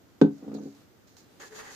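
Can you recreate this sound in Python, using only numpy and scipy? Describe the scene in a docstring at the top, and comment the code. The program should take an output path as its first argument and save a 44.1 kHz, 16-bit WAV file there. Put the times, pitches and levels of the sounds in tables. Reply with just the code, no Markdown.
"""A small, quiet room, with a stereo microphone close to a hollow plastic cabinet.
At 0.2 s the cabinet is bumped and its walls ring. From 0.4 s something judders against it in slow slips,
with thin squeaks and faint grazes. Just after 1.1 s a hand brings a small brush to the dirty tray:
a sleeve rustles and the bristles touch lightly. From 1.4 s they scrub in short strokes.
The hush of the room lies behind it all."""
import sys
import numpy as np
from scipy import signal
from scipy.fft import rfft, irfft, next_fast_len
from scipy.io import wavfile

SR = 44100
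rng = np.random.default_rng(int(sys.argv[2]) if len(sys.argv) > 2 else 0)


def master(y):
    """Save y as 16-bit WAV."""
    cut = np.clip(np.atleast_2d(y).T, -1, 1)
    pcm = np.round(cut * 32767)  # scale
    wavfile.write(sys.argv[1], SR, pcm.astype(np.int16))


N = 77175  # 1.75 s

# modes of the cabinet walls: pitch_hz, level_db, t60_s, left_over_right_db
WALL_MODES = [(140, -22.5, .3, 3), (163.1, -8.5, .24, -5), (212, -7, 0.27, -0.5), (280.9, -0.5, 0.26, 2),
              (310.6, -26.5, .16, -3), (307, -6.5, 0.17, -8), (399, -5.5, 0.16, -1), (431.4, -5, 0.11, 2),
              (519.5, -3, .04, 7.5), (727, -23.5, 0.071, 18.5), (867, -17.5, 0.063, -6.5),
              (973, -26.5, 0.092, 4), (1418, -21.5, 0.046, -4), (1518, -16.5, 0.084, 3.5)]
LEFT_LAG_S = 0.00017  # the cabinet's sound reaches the left microphone later

def cabinet(contacts):
    """Each contact rings the walls, whose modes swing in alternate directions; long ones are duller."""
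    t = since(0)
    ring = sum((-1) ** k * pan(side) * amp(db) * fade(t, t60) * np.cos(2 * np.pi * hz * t)
               for k, (hz, db, t60, side) in enumerate(WALL_MODES))
    force = np.zeros(N)
    for start, db, contact, _ in contacts:
        push = since(start) * np.exp(-2 * np.pi * since(start) / contact)
        force += amp(db) * push / push.sum()
    sound = -signal.fftconvolve(radiated(ring), force[None], axes=1)[:, :N]
    return filtered(sound, lambda hz: np.exp(1j * np.pi * hz * LEFT_LAG_S * np.array([[-1], [1]])))


# the bump and its rebounds: start_s, ring_db, contact_s, crack_db
BUMPS = [(0.2141, -8, 0.00061, -23), (0.2434, -23, 0.00061, -64.5), (0.2585, -22.5, .0025, -55.5)]
# spectrum of the plastic's crack: frequency_hz, level_db
CRACK_SPECTRUM = [(30, -9.5), (100, 9), (300, 4), (650, 5), (1200, 3), (1600, -5.5), (2000, -5),
                  (3000, -11.5), (4000, -4.5), (5400, -20), (6800, -11.5), (8500, -33.5), (15000, -39)]

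def bump():
    """A knock close to the microphone: a hollow thump with a short plastic crack."""
    crack = sum(amp(db) * burst(start, attack=0.00017, t60=0.046) for start, _, _, db in BUMPS)
    return cabinet(BUMPS) + pan(-1) * crack * noise(CRACK_SPECTRUM)


# slips against the cabinet: start_s, ring_db, contact_s, thud_db
SLIPS = [(.4245, -39.5, 0.0021, -41), (0.441, -47, 0.0015, -37), (0.4629, -34, 0.0038, -51),
         (0.4771, -34.5, 0.0023, -31.5), (.496, -45.5, 0.0015, -42), (.5140, -39, 0.0025, -31),
         (0.5291, -36.5, 0.0011, -42), (0.5472, -32.5, 0.0017, -30.5), (0.5613, -44, 0.0015, -40.5),
         (0.5804, -39, 0.0024, -34), (0.6, -37, 0.0016, -56), (0.6138, -48, .0015, -45),
         (0.6197, -45, 0.002, -52), (0.629, -42, 0.0013, -54), (0.6401, -40.5, 0.003, -46),
         (0.6545, -33.5, 0.002, -53), (0.6627, -43, 0.0024, -43.5), (0.6699, -41.5, 0.0012, -47)]
# the dead knock of a slip: pitch_hz, level_db, t60_s
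THUD_MODES = [(208, -1, 0.016), (460, -4, 0.013), (760, -12.5, .01)]
# spectrum of grit and rubbing: frequency_hz, level_db
GRIT_SPECTRUM = [(60, -25.5), (130, -12.5), (220, 6), (500, -2.5), (620, -1), (790, -2), (950, -14),
                 (1250, -11.5), (1800, -21.5), (4000, -27), (12000, -44)]
THUD_LAG_S, GRIT_DB = 0.0019, -11.5  # after the slip; grit relative to the thud
THUD_SOFT_HZ = 970  # the soft contact gives little above this

def judder():
    """Uneven slips ring the cabinet, each with a thud and a puff of grit, over rubbing that dies away."""
    thuds, grit = np.zeros(N), np.zeros(N)
    for start, _, _, db in SLIPS:
        t = since(start + THUD_LAG_S)
        thuds += amp(db) * sum(amp(level) * fade(t, t60) * np.sin(2 * np.pi * hz * t)
                               for hz, level, t60 in THUD_MODES)
        grit += amp(db + GRIT_DB) * burst(start + THUD_LAG_S, attack=0.0017, t60=0.061)
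    thuds = signal.sosfilt(signal.butter(5, THUD_SOFT_HZ, fs=SR, output='sos'), thuds)
    rub = amp(-58) * swell(0.362, 0.042, 0.17, 0.13)
    settle = amp(-61.5) * swell(0.69, 0.071, 0.063, 0.065) * noise(RUSTLE_SPECTRUM)
    friction = (grit + rub) * noise(GRIT_SPECTRUM)
    return cabinet(SLIPS) + pan(1) * (radiated(thuds) + friction) + settle


# brush strokes: start_s, attack_s, hold_s, release_s, scrape_db, hiss_db
STROKES = [(1.395, 0.0084, 0.033, 0.065, -47.5, -51.5), (1.439, 0.021, 0.021, 0.013, -66, -55),
           (1.501, 0.025, 0.062, .04, -53.5, -58.5), (1.538, 0.022, 0.031, 0.052, -51.5, -49),
           (1.577, 0.022, 0.011, 0.028, -44, -51.5), (1.616, 0.026, 0.039, 0.14, -48, -55),
           (1.69, 0.027, .04, .05, -55, -50.5)]
# spectra of the scrape on the tray and of the bristles' hiss: frequency_hz, level_db
SCRAPE_SPECTRUM = [(30, -14), (80, -18), (150, -11), (330, -3), (580, 1), (660, -11), (780, 2), (950, -1.5),
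                   (1150, -1), (1450, -2), (1750, 3), (2100, -3.5), (2400, -11.5), (3200, -9), (4500, -29)]
HISS_SPECTRUM = [(1410, -40), (2400, -8), (2620, 4), (2830, -37), (3080, -7.5), (4620, 0), (5620, -3.5),
                 (6670, 4), (8300, -12.5), (9050, -11), (11100, -15), (13800, -14), (15500, -22)]
# tray resonances: start_s, attack_s, hold_s, release_s, pitch_hz, width_hz, level_db
TRAY_RESONANCES = [(1.5, 0.036, 0.059, 0.11, 436, 22, -50), (1.4, .03, 0.024, 0.056, 436, 44, -60),
                   (1.7, 0.0097, 0.01, 0.018, 1000, 500, -63), (1.4, 0.024, .04, .04, 1720, 60, -56.5),
                   (1.9, .03, 0.029, .03, 1830, 60, -52), (1.65, 0.025, 0.021, 0.026, 1925, 65, -51.5),
                   (1.4, 0.022, 0.065, 0.037, 7500, 130, -71)]

def scrubbing():
    """Bristles scrape and hiss over the tray, near the stereo centre, and wake its resonances."""
    scrape = sum((amp(db) * swell(*timing)) ** 2 for *timing, db, _ in STROKES) ** .5
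    hiss = sum((amp(db) * swell(*timing)) ** 2 for *timing, _, db in STROKES) ** .5
    out = pan(-0.69) * scrape * bristles(SCRAPE_SPECTRUM, spread_db=3)
    out += pan(-0.41) * hiss * bristles(HISS_SPECTRUM, spread_db=0.5)
    for *timing, centre, width, db in TRAY_RESONANCES:
        tone = filtered(rng.standard_normal((2, N)), lambda hz: 1 / (1 + (2 * (hz - centre) / width) ** 2))
        out += amp(db) * swell(*timing) * coloured(radiated(tone), [(centre, 0)])
    return out


def bristles(spectrum, spread_db, catches_per_s=5000):
    """Bristles catch and let go in dense tiny snaps, each of its own size."""
    caught = rng.random((2, N)) < catches_per_s / SR
    snaps = caught * rng.choice([-1, 1], (2, N)) * amp(spread_db * rng.standard_normal((2, N)))
    return coloured(snaps, spectrum)


# light brushing touches: start_s, level_db, attack_s, t60_s
TOUCHES = [(0.299, -62, 0.047, 1), (0.54, -52, 0.0014, 0.096), (.6, -57, 0.034, 0.68),
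           (1.07, -60.5, 0.0017, 0.44), (1.167, -44, 0.0013, 0.033), (1.178, -51, 0.0048, 0.17)]
# spectra of a graze and of a sleeve's soft rubbing: frequency_hz, level_db
GRAZE_SPECTRUM = [(500, -6), (2000, -5.5), (3000, -10), (4300, 0.5), (5600, -2), (6700, 2), (8300, -13),
                  (12000, -19), (15500, -10)]
RUSTLE_SPECTRUM = [(60, -24), (130, -10.5), (280, 5), (500, -5), (1000, -9.5), (1800, -15), (4000, -14.5),
                   (12000, -26.5)]

def touches():
    """Faint hissy grazes to the right of the microphone, and the rustle of the arm reaching in."""
    level = sum(amp(db) * burst(start, attack, t60) for start, db, attack, t60 in TOUCHES)
    grazes = pan(-4) * level * bristles(GRAZE_SPECTRUM, spread_db=6)
    sleeve = amp(-61) * swell(1.142, 0.2, 0.33, 0.23) * noise(RUSTLE_SPECTRUM)
    return grazes + sleeve


# thin squeaks of the plastic: start_s, hold_s, pitch_hz, level_db
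SQUEAKS = [(.542, 0.026, 4480, -56.5), (.567, 0.031, 6750, -62), (.623, 0.0095, 6300, -65)]
SAG_HZ_PER_S, ROUGHNESS_HZ = 17000, 600

def squeaks():
    """Sliding plastic gives faint, rough whistles that sag in pitch, right of centre."""
    out = np.zeros((2, N))
    for start, hold, hz, db in SQUEAKS:
        t = since(start)
        rough = unit(filtered(rng.standard_normal((2, N)), lambda f: np.exp(-(f / ROUGHNESS_HZ) ** 2)))
        whistle = np.sin(2 * np.pi * (hz - SAG_HZ_PER_S * t / 2) * t)
        out += amp(db) * swell(start, 0.0017, hold, .01) * rough * whistle
    return pan(-4) * out


# decay of the small room: frequency_hz, t60_s
ROOM_DECAY = [(150, 0.32), (500, 0.23), (2000, 0.18), (7000, 0.18), (14000, 0.28)]

def room(x):
    """The room returns a short tail to the microphone; each frequency dies at its own speed."""
    hz, t, spectra = signal.stft(rng.standard_normal((2, SR // 2)), SR, nperseg=256)
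    tail = signal.istft(spectra * fade(t, along(ROOM_DECAY, hz)[:, None]), SR, nperseg=256)[1]
    tail *= np.minimum(np.arange(tail.shape[1]) / SR / 0.015, 1)  # reflections build over 15 ms
    wet = signal.fftconvolve(x, tail / np.linalg.norm(tail[0]), axes=1)[:, :N]
    colour = [(90, -3), (160, -19), (300, -23), (700, -8), (5000, -12)]  # frequency_hz, gain_db
    return filtered(wet, lambda hz: amp(along(colour, hz)))


# spectrum of the quiet room's air: frequency_hz, level_db
AIR_SPECTRUM = [(20, -37.5), (45, -27), (70, -9.5), (110, -3), (160, -5.5), (280, -6), (420, -8.5),
                (570, -14), (740, -15), (1020, -20), (1400, -19), (2500, -25.5), (4500, -27), (7000, -28.5),
                (8300, -35), (11000, -38.5), (12500, -29), (15500, -36.5)]

def room_tone():
    """A low, steady hush behind the close sounds."""
    return pan(-1) * amp(-59) * noise(AIR_SPECTRUM)


# likeness of the left and right microphone signals: frequency_hz, correlation
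STEREO_LIKENESS = [(30, 0.96), (130, 0.0029), (300, 0.64), (600, 0.2), (1200, 0.086), (12000, 0.034)]

def coloured(pair, spectrum):
    """Two unrelated signals made into a stereo sound of rms 1 with this spectrum."""
    def response(hz):
        turn = np.arccos(np.clip(along(STEREO_LIKENESS, hz), -1, 1)) / 2
        return amp(along(spectrum, hz)) * [np.cos(turn), np.sin(turn)]
    mid, side = filtered(pair, response)
    return unit(np.array([mid + side, mid - side]))


def noise(spectrum):
    return coloured(rng.standard_normal((2, N)), spectrum)


def radiated(x, cutoff_hz=116):
    """Small walls give off no deep bass."""
    return signal.sosfilt(signal.butter(4, cutoff_hz, 'high', fs=SR, output='sos'), x)


def filtered(x, response):
    """x times a response of frequency."""
    size = next_fast_len(N + SR // 2)
    return irfft(rfft(x, size) * response(np.fft.rfftfreq(size, 1 / SR)), size)[..., :N]


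def amp(db):
    return 10 ** (np.asarray(db) / 20)


def unit(x):
    return x / np.sqrt(np.mean(x ** 2) + 1e-20)


def pan(db):
    """Left and right gains, the left louder by db."""
    return amp(np.array([[db], [-db]]) / 2)


def along(points, hz):
    """A curve through (frequency_hz, value) points on a log axis."""
    frequencies, values = np.transpose(points)
    return np.interp(np.log(hz + 1), np.log(frequencies + 1), values)


def since(start):
    """Seconds since start, zero before."""
    return np.maximum(np.arange(N) / SR - start, 0)


def fade(t, t60):
    return np.exp(-np.log(1000) * t / t60)


def burst(start, attack, t60):
    """A quick rise and an exponential fall."""
    return (1 - np.exp(-since(start) / attack)) * fade(since(start), t60)


def swell(start, attack, hold, release):
    """Attack, hold and a smooth release, in seconds."""
    return np.minimum(since(start) / attack, 1) * np.exp(-2 * since(start + attack + hold) / release)


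def scene():
    """Cabinet and brush close up, the room behind."""
    close = bump() + judder() + squeaks() + touches() + scrubbing()
    return close + room(close) + room_tone()


def record(dry, top_hz=15500):
    """The microphone's signal is cut off steeply above top_hz."""
    return filtered(dry, lambda hz: 1 / (1 + (hz / top_hz) ** 300))


dry = scene()
out = record(dry)
master(out)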